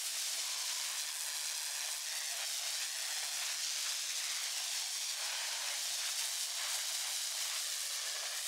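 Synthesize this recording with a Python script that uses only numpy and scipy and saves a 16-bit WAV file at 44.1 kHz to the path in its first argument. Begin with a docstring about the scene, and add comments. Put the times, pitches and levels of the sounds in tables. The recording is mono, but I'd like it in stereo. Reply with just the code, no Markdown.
"""A concrete yard: a pressure washer's foam lance sweeps over a utility vehicle, a few steps from two microphones.
Pump spurts and uneven clots modulate random drops, filtered into the jet's hiss and its fizzing mist.
Where the jet lands, random drops splash on tyres and panels, drum on hollow plastic and ring resonances.
Three gliding near reflections comb the sound; longer, drifting ones fill the yard and its stereo sides."""
import sys
import numpy as np
from scipy import signal
from scipy.fft import rfft, irfft, next_fast_len
from scipy.io import wavfile
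from scipy.ndimage import uniform_filter1d, map_coordinates

SR = 44100
rng = np.random.default_rng(int(sys.argv[2]) if len(sys.argv) > 2 else 0)


def wrap_up_sound(samples):
    """Save the sound to the file named by the first command line argument, as 16-bit audio."""
    columns = np.atleast_2d(samples).T
    # keep every value between -1 and 1, then stretch to whole-number steps
    tamed = np.clip(columns, -1, 1)
    steps = np.round(tamed * 32767).astype(np.int16)
    wavfile.write(sys.argv[1], SR, steps)


N = 373527  # samples

# Sound from the sides. Its tone: pitch_hz, gain_db
SIDE_TONE = [(150, -37), (500, -22), (1100, -35.5), (1900, -63), (3000, -58), (4300, -13), (7000, -12),
             (11000, -12.5), (15000, -30)]
# Its gain before that tone: time_s, gain_db
SIDE_GAIN = [(0, 0.5), (.6, -5.5), (1.3, -14), (2, -7), (5, -7), (5.45, -4), (5.9, -8), (8.47, -6.5)]

# The strongest near reflection, later as the lance is raised: time_s, delay_ms, strength (0-1)
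BOUNCE_PATH = [(0, 1.34, .04), (.9, 1.27, .08), (1.0, 1.21, .22), (1.18, 1.155, .28), (1.3, 1.21, .3),
               (1.42, 1.24, .3), (1.58, 1.2, .3), (1.74, 1.2, .3), (1.92, 1.245, .25), (2.05, 1.18, .2),
               (2.16, 1.08, .23), (2.26, 1.1, .21), (2.5, 1.34, .25), (2.6, 1.38, .28), (2.7, 1.34, .28),
               (2.82, 1.21, .25), (2.98, 1.12, .27), (3.22, 1.21, .24), (3.42, 1.16, .13), (3.75, .81, .08),
               (4.28, .79, .13), (4.64, 1.08, .19), (4.88, 1.135, .17), (5.06, 1.08, .14),
               (5.35, 1.18, .13), (5.74, 1.14, .08), (6.05, 1.12, .12), (6.55, 1.06, .09), (7.3, .99, .15),
               (7.5, 1.03, .1), (7.56, 1.62, .1), (7.8, 1.8, .22), (8.1, 1.81, .29), (8.47, 1.6, .18)]
# A shorter path off the vehicle's flank, bending as the lance swings: time_s, delay_ms, strength (0-1)
FLANK_PATH = [(0, .7, .06), (.72, 1.01, .06), (1.8, 1.06, .08), (1.97, 1.0, .12), (2.4, 1.15, .04),
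              (2.85, 1.05, .1), (3.1, .98, .08), (3.35, .87, .12), (3.6, .69, .11), (4.2, .5, .08),
              (4.55, .7, .14), (4.78, .935, .2), (4.9, .925, .2), (5.1, .85, .22), (5.33, 1.02, .1),
              (5.74, .98, .11), (6.03, 1.11, .06), (6.42, .99, .09), (6.7, .85, .02), (8.47, .6, .05)]
# A longer, duller path off the wet concrete: time_s, delay_ms, strength (0-1)
GROUND_PATH = [(0, 1.6, .04), (1.1, 1.74, .09), (1.7, 1.76, .09), (2.3, 1.55, .06), (2.9, 1.58, .07),
               (3.05, 1.49, .14), (3.7, 1.35, .07), (4.3, 1.0, .1), (4.76, 1.23, .17), (5.2, 1.24, .12),
               (5.45, 1.3, .14), (5.75, 1.27, .11), (6.02, 1.37, .08), (6.36, 1.26, .15), (7.15, 1.29, .16),
               (7.48, 1.32, .05), (7.75, 1.69, .16), (8.1, 1.7, .15), (8.47, 1.52, .13)]
# What the near surfaces return, on top of the path's strength: pitch_hz, gain_db
SURFACE_TONE = [(380, -13), (700, -3), (1800, .5), (3500, 1), (5500, .8), (7500, -3), (11000, -5),
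                (14000, -14)]
# What the wet concrete returns, likewise: pitch_hz, gain_db
GROUND_TONE = [(380, -10), (700, 0), (3500, 0), (5500, -2), (9000, -12)]

# A narrow, bright band gliding as the lance swings: time_s, centre_hz, lift_db
SHEEN_PATH = [(0, 5400, 1), (.9, 5300, .5), (1.1, 6600, 1.5), (2.0, 6300, .5), (2.22, 6100, 2),
              (2.45, 5350, 2.5), (2.72, 5200, 2.5), (3.0, 5520, 2.8), (3.28, 5200, 2.5), (3.7, 6000, 1.3),
              (4.2, 6280, 2.2), (4.5, 5400, 2.5), (4.62, 5550, 1), (5.05, 5750, 1.8), (5.26, 5450, 3),
              (5.4, 5500, .5), (6.1, 6000, 1.2), (6.6, 6700, .5), (7.1, 7080, 2.8), (7.4, 6850, 2.8),
              (7.6, 6800, 0)]
# A narrow hollow drifting lower as the microphones come closer: time_s, centre_hz, change_db
HOLLOW_PATH = [(0, 2900, -.5), (1.3, 2850, -2), (2.1, 3000, -2.5), (2.6, 2650, -1), (3.3, 2750, -2.5),
               (3.65, 3000, -1.5), (4.3, 2900, -1.5), (4.65, 2500, -2.5), (5.1, 2750, -2), (5.8, 2750, -2),
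               (7.0, 2620, -2.5), (8.0, 2580, -2), (8.47, 2700, -2.5)]

# Spectral shapes, each scaled to rms 1 before its level is set: pitch_hz, density_db (per Hz)
THRUM_TONE = [(20, -48), (85, -44), (115, -26), (145, -6.5), (200, -1), (260, 3.5), (380, 3), (500, 3.5),
              (900, -11), (4000, -68)]
DRUM_TONE = [(180, -73), (300, -25), (420, -18.5), (510, -10), (590, -2), (700, 1), (850, -1.5),
             (1150, -1.5), (1450, -8.5), (2500, -17.5), (8000, -45)]
SPLASH_TONE = [(300, -60), (800, -17), (1300, -5), (1550, -1.5), (2200, 0.5), (2800, 1), (3600, -2),
               (6000, -12), (12000, -44.5)]
MIST_TONE = [(2500, -57), (6000, -2), (8000, 4.5), (9500, 3.5), (11000, -0.5), (12500, -4.5), (15500, -10)]
JET_TONE = [(600, -69), (1500, -12), (2400, -6.5), (3200, -2), (4100, 0), (5500, 1.5), (7000, -1.5),
            (9000, -10.5), (11000, -20), (15000, -24)]

# The body's low thrum, fading as the microphones are carried round, before trim: time_s, level_db
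THRUM_LEVEL_PATH = [(0, -74), (.6, -78.5), (2, -81), (3.2, -80), (4.3, -78), (5.0, -81.5), (5.75, -84.5),
                    (6.1, -89), (7.3, -87.5), (7.85, -96), (8.47, -95)]
# How much of the thrum's deepest part is heard: time_s, share (0-1)
DEEP_SHARE = [(0, 1), (3.45, 1), (3.6, .5), (4.15, .5), (4.3, 1), (4.6, 1), (5, .3), (5.2, 1), (5.8, 1),
              (6.1, .1), (6.55, .5), (6.7, .15), (7.25, .15), (7.45, .6), (7.65, .05), (8.15, .05),
              (8.25, 1), (8.35, .1)]
# The jet crosses a panel or wheel: start_s, length_s, drum_lift_db, splash_lift_db, thrum_lift_db
PANEL_HITS = [(.29, 0.13, 1.5, -0.5, 7), (.85, 0.26, 0, 1.5, 3), (1.78, 0.19, 2, 2.5, 1),
              (2.06, 0.11, -1.5, 0.5, -4), (2.33, 0.14, 0, 3.5, -1), (2.6, 0.23, 2.5, 2.5, 0),
              (2.95, 0.5, 2, 3, 1), (3.42, 0.16, 1.5, 4, 1), (4.22, 0.29, 0.5, 3.5, 2),
              (4.5, 0.3, -0.5, 1, 0), (5.165, 0.63, 4, 4.5, 7.5), (5.69, 0.062, 1.5, 2.5, 1),
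              (5.84, 0.16, 2.5, 1, 2), (6.02, .08, 3, 6, -2), (6.17, 0.19, 1, 1, -5), (6.48, .09, 2, -2, 5),
              (6.59, 0.22, 4.5, 3.5, 2), (6.82, 0.11, 1, 1.5, 6), (7.0, 0.15, 4, 2, 5),
              (7.36, 0.096, 3, 2, 7), (7.45, 0.15, 3.5, 3.5, 5), (8.04, 0.28, 4, 1, 3),
              (8.19, 0.08, -0.5, 2, 16)]
# A clot of foam slaps the tread or a panel: time_s, drum_lift_db, splash_lift_db
FOAM_SPLATS = [(.57, 3, -1), (.7, 1, 2), (1.06, 0.5, 3), (1.82, 2, 2.5), (2.13, 4, 2), (2.37, 3, 1),
               (2.63, 0.5, 1), (2.81, 2, 5.5), (3.45, 2, 1), (3.84, 4.5, 5), (4.09, 0, 5), (4.17, 2, 4),
               (4.3, 3, 2), (4.41, 2, 0), (4.66, -3, 0), (5.33, -1, 2), (5.7, 1.5, .5), (6.03, 1, 0),
               (6.21, 5, 3), (6.6, -1, 1), (6.88, 1, 3), (7.55, -1, 3), (7.91, 1, 2), (8.32, 3, 3.5)]
# The jet slips past the vehicle into the open: start_s, length_s, drop_db
OPEN_MISSES = [(-.1, 0.26, 2.5), (1.17, 0.071, 1), (1.41, 0.048, 0.5), (1.6, 0.11, -0.5), (1.98, 0.073, 3),
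               (2.69, .07, 1), (3.62, 0.14, 1), (4.0, 0.15, 2), (4.55, .28, 0.2), (4.85, 0.24, 2),
               (6.36, 0.14, 1.5), (7.16, 0.099, 0.5), (7.65, 0.25, 1.5)]
# The jet dwells on a hollow part and rings it: start_s, length_s, resonance_hz, pole_width_hz, level_db
RINGING_DWELLS = [(0.43, 0.59, 990, 169, -58.5), (1.07, 0.99, 990, 190, -62.5),
                  (1.082, 0.8, 1780, 320, -60), (2.057, 0.28, 1910, 300, -56), (2.212, .04, 704, 140, -61),
                  (2.308, 0.15, 687, 150, -57), (2.61, 0.058, 657, 110, -59.5), (2.7, 0.94, 1820, 260, -57),
                  (2.98, 0.61, 790, 240, -66), (4.24, 0.26, 2250, 600, -51), (4.22, 0.23, 1260, 300, -63),
                  (4.423, 0.51, 763, 170, -61.5), (5.163, 0.64, 610, 110, -65.5),
                  (5.214, 0.48, 1000, 230, -56.3), (5.16, 0.55, 1610, 300, -54.5),
                  (5.17, 0.52, 2400, 400, -58), (6.586, 0.16, 1190, 330, -56), (6.59, .18, 1690, 300, -62),
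                  (7.44, 0.15, 1080, 300, -59), (7.63, 0.39, 1820, 240, -58),
                  (8.05, 0.36, 1790, 200, -55.5), (7.617, 0.8, 1185, 220, -65),
                  (8.083, 0.29, 646, 200, -58), (7.62, 0.51, 540, 150, -69.5), (8.05, 0.19, 470, 130, -67)]

# The jet grazes an edge and bursts into mist: start_s, length_s, mist_lift_db
EDGE_GRAZES = [(.02, 0.07, 1.5), (.85, 0.17, 1.5), (1.14, 0.17, 3), (1.86, 0.11, 2), (6.17, 0.27, 2),
               (6.72, 0.072, 2.5), (7.06, 0.085, 1.5)]
# The fine mist, before trim: time_s, level_db
MIST_LEVEL_PATH = [(0, -45.5), (.65, -48), (1.5, -46.5), (2.0, -47), (2.1, -51), (2.16, -47), (2.8, -48),
                   (3.35, -47.5), (3.7, -49.5), (4.8, -48.3), (5.55, -50), (5.67, -47.5), (7.9, -46.5),
                   (8.05, -49.3), (8.32, -50), (8.47, -44)]
# The hiss as the lance turns toward and away from the microphones, before trim: time_s, level_db
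HISS_LEVEL_PATH = [(0, -42), (.25, -38.5), (.7, -38.5), (1.0, -39.5), (1.15, -43), (1.4, -40),
                   (1.75, -40.5), (2.35, -41), (2.55, -39.5), (2.84, -39), (2.88, -41), (3.05, -40.5),
                   (3.35, -40), (3.7, -37.9), (4.5, -39.5), (5.11, -38), (5.155, -42.5), (5.22, -40),
                   (5.95, -38.5), (6.6, -39), (7.25, -39), (7.8, -39.5), (8.2, -39.5), (8.47, -41)]
# How much the jet sputters: time_s, spurt_power (a spurt's peak over the steady flow)
SPUTTER_POWER = [(0, .6), (.7, 0.85), (1.15, 6.7), (2.1, 5), (2.5, 3.6), (5, 2.3), (5.4, 0.98), (8.4, 2.8)]

PUMP_HZ, DEEP_HZ, TOP_HZ = 75.1, 200, 15750  # mean pump rate, top of the deepest thrum, band limit
DRUM_DB, SPLASH_DB = -58.5, -49.5  # between the hits
SLIDE_ON_S, SLIDE_OFF_S = .045, .035  # the fan of water sliding on and off a part
SPLAT_RISE_S, SPLAT_FALL_S = .008, .055
RING_WANDER = .025  # typical pitch wander, as a share of the resonance


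def amp(db):
    """Decibels to gain."""
    return 10 ** (np.asarray(db) / 20)


def unit(x):
    """Scaled to rms 1."""
    return x / np.sqrt(np.mean(x ** 2) + 1e-20)


def colour(points):
    """Gain as a function of frequency, from (Hz, dB) points on a log axis."""
    f, db = np.transpose(points)
    return lambda hz: amp(np.interp(np.log(hz + 1), np.log(f + 1), db))


def curves(rows):
    """One value per sample for each column after the time."""
    s, *cols = np.transpose(rows)
    return [np.interp(np.arange(N) / SR, s, c) for c in cols]


def wobble(rate):
    """A smooth random curve, rate knots a second."""
    knots = rng.standard_normal(int(N * rate / SR) + 4)
    return map_coordinates(knots, [np.arange(N) * rate / SR])


def filtered(x, response):
    """x times a response of frequency."""
    m = next_fast_len(N + SR // 4)  # padded so the filter's tail does not wrap round
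    return irfft(rfft(x, m) * response(np.fft.rfftfreq(m, 1 / SR)), m)[..., :N]


def delayed(x, delay_ms):
    """x heard later by a changing delay."""
    return map_coordinates(x, [np.arange(N) - delay_ms * SR / 1000])


def dwell(start, length):
    """How much of the fan of water is on a part, 0-1: it slides on, holds and slides off."""
    t = np.arange(N) / SR - start
    return np.clip(np.minimum(t / SLIDE_ON_S, (length - t) / SLIDE_OFF_S) + .5, 0, 1)


def passes(rows):
    """One dB curve for each column after start and length."""
    start, length, *cols = np.transpose(rows)
    presence = np.array([dwell(s, d) for s, d in zip(start, length)])
    return np.array(cols) @ presence


def patter(flow, response, drops_per_s, drop_share):
    """Like-sized drops over a blur of countless small ones, following the flow and coloured by a response."""
    drops = unit((rng.random(N) < drops_per_s / SR) * np.sign(rng.standard_normal(N)))
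    blur = np.sign(rng.standard_normal(N))
    blows = np.sqrt(drop_share) * drops + np.sqrt(1 - drop_share) * blur
    return unit(filtered(blows * flow, response))


def yard(x, first_ms, last_ms, drift_ms, count):
    """Reflections from ground, vehicle and shed wall; their paths drift as lance and microphones move."""
    paths_ms = rng.uniform(first_ms, last_ms, count)
    return sum(delayed(x, ms + drift_ms * wobble(1.2)) for ms in paths_ms) / np.sqrt(count)


def bounced(x):
    """The sound plus its near reflections; wet rough surfaces scatter the treble, so the comb fades up high."""
    sound, power = x, 1
    paths = ((BOUNCE_PATH, SURFACE_TONE), (FLANK_PATH, SURFACE_TONE), (GROUND_PATH, GROUND_TONE))
    for path, surface in paths:
        delay_ms, strength = curves(path)
        sound = sound + strength * delayed(filtered(x, colour(surface)), delay_ms)
        power = power + strength ** 2
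    return sound / np.sqrt(power)


def swept(x, path, width_hz):
    """x with one narrow band, shifted to 0 Hz, isolated and shifted back, raised or lowered along a path."""
    hz, db = curves(path)
    turn = np.exp(2j * np.pi * np.cumsum(hz) / SR)
    lowpass = signal.butter(2, width_hz / 2, fs=SR, output="sos")
    band = signal.sosfiltfilt(lowpass, x / turn) * turn
    return x + (amp(db) - 1) * 2 * band.real


def ringing(blows, hz, width_hz):
    """A hollow part's resonance, a double pole; its pitch wanders as the water moves over it."""
    turn = np.exp(2j * np.pi * np.cumsum(hz * (1 + RING_WANDER * wobble(9))) / SR)
    pole = np.exp(-np.pi * width_hz / SR)
    ring = signal.lfilter([1], np.poly([pole, pole]), blows / turn) * turn
    return unit(ring.real)


def splats():
    """Lift of the drumming and of the splash in dB: each clot lands fast and runs off."""
    s, *lifts = np.transpose(FOAM_SPLATS)
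    age = np.maximum(np.arange(N) / SR - s[:, None], 0)
    shape = np.minimum(age / SPLAT_RISE_S, 1) * np.exp(-(age / SPLAT_FALL_S) ** 2)
    return np.array(lifts) @ shape


def vehicle():
    """The water splashes on tyres and panels, drums on hollow plastic and rings the body's resonances."""
    drum_lift, splash_lift, thrum_lift = passes(PANEL_HITS)
    drum_splat, splash_splat = splats()
    landing_db = 0.27 * wobble(10) - passes(OPEN_MISSES)[0]  # how much of the jet lands on the vehicle
    drum_db = DRUM_DB + drum_lift + drum_splat + landing_db + 0.38 * wobble(26)
    splash_db = SPLASH_DB + splash_lift + splash_splat + landing_db + 0.91 * wobble(30)
    thrum_db = curves(THRUM_LEVEL_PATH)[0] - 0.5 + thrum_lift + landing_db + 2.3 * wobble(16)
    flow = amp(0.53 * wobble(36) + 1.15 * wobble(120) + 0.9 * wobble(400))

    splash = amp(splash_db) * patter(flow, colour(SPLASH_TONE), drops_per_s=1800, drop_share=0.45)
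    drum = amp(drum_db) * patter(flow, colour(DRUM_TONE), drops_per_s=500, drop_share=0.3)
    thrum = amp(thrum_db) * patter(flow, colour(THRUM_TONE), drops_per_s=300, drop_share=0.33)
    deep = filtered(thrum, lambda hz: 1 / (1 + (hz / DEEP_HZ) ** 20))
    sound = splash + drum + thrum - (1 - curves(DEEP_SHARE)[0]) * deep

    blow_tone = colour([(150, -50), (300, -13), (480, -2)])
    blows = patter(flow, blow_tone, drops_per_s=540, drop_share=0.26)
    for start, length, hz, width_hz, db in RINGING_DWELLS:
        sound = sound + amp(db) * dwell(start, length) * ringing(blows, hz, width_hz)
    return sound


def pump_flow(between=0.69, jitter_s=0.001, size_spread=0.25, peak_s=0.00031):
    """The jet's strength: each pump turn throws a short spurt, with a weaker one halfway to the next."""
    turns = np.cumsum(PUMP_HZ * (1 + .012 * wobble(4))) / SR
    at = np.flatnonzero(np.diff(np.floor(2 * turns)))
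    chance = rng.uniform(-0.84, 1, (len(at), 2))
    weak = np.arange(len(at)) % 2
    shift_s = chance[:, 0] * jitter_s * (1 + 2 * weak)  # weak spurts are three times less punctual
    at = np.clip(at + (shift_s * SR).astype(int), 0, N - 1)
    sizes = np.where(weak, between, 1) * np.abs(1 + size_spread * chance[:, 1])
    u = np.arange(SR // 100) / SR / peak_s
    spurts = np.abs(signal.fftconvolve(np.bincount(at, sizes, N), u * np.exp(1 - u))[:N])
    power = 1 + curves(SPUTTER_POWER)[0] * spurts
    # spurts bunch the water up; the mean flow stays the same
    return np.sqrt(power / uniform_filter1d(power, SR // 5))


def nozzle():
    """Foam leaves the lance in spurts and uneven clots; the jet hisses and its fine mist fizzes."""
    jet_db = curves(HISS_LEVEL_PATH)[0] - 0.68 + 0.93 * wobble(300)
    mist_db = curves(MIST_LEVEL_PATH)[0] + 2.5 + passes(EDGE_GRAZES)[0]
    mist_db = mist_db + 0.27 * wobble(11) + 1.22 * wobble(160)
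    clots = amp(0.74 * wobble(36) + 0.18 * wobble(110))
    flow = pump_flow() * clots
    jet = amp(jet_db) * patter(flow, colour(JET_TONE), drops_per_s=6000, drop_share=0.2)
    mist = amp(mist_db) * patter(flow, colour(MIST_TONE), drops_per_s=6700, drop_share=0.16)
    return jet + mist


def scene():
    """Both close microphones hear nearly the same; only sound arriving from the sides differs between them."""
    source = swept(nozzle() + vehicle(), SHEEN_PATH, width_hz=170)
    source = swept(source, HOLLOW_PATH, width_hz=350)
    dull = filtered(source, colour([(500, -8.5), (2000, -14.0), (5000, -12.5), (12000, -17.5)]))
    early = yard(dull, first_ms=4, last_ms=16, drift_ms=0.698, count=4)
    mid = amp(-0.68) * (bounced(source) + early)
    late = yard(source, first_ms=18, last_ms=43, drift_ms=1.7, count=2)
    side = amp(curves(SIDE_GAIN)[0]) * filtered(late, colour(SIDE_TONE))
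    return np.array([mid + side, mid - side])


def record(dry):
    """The microphones' signal keeps nothing above its band limit."""
    return filtered(dry, lambda hz: hz < TOP_HZ)


dry = scene()
out = record(dry)
wrap_up_sound(out)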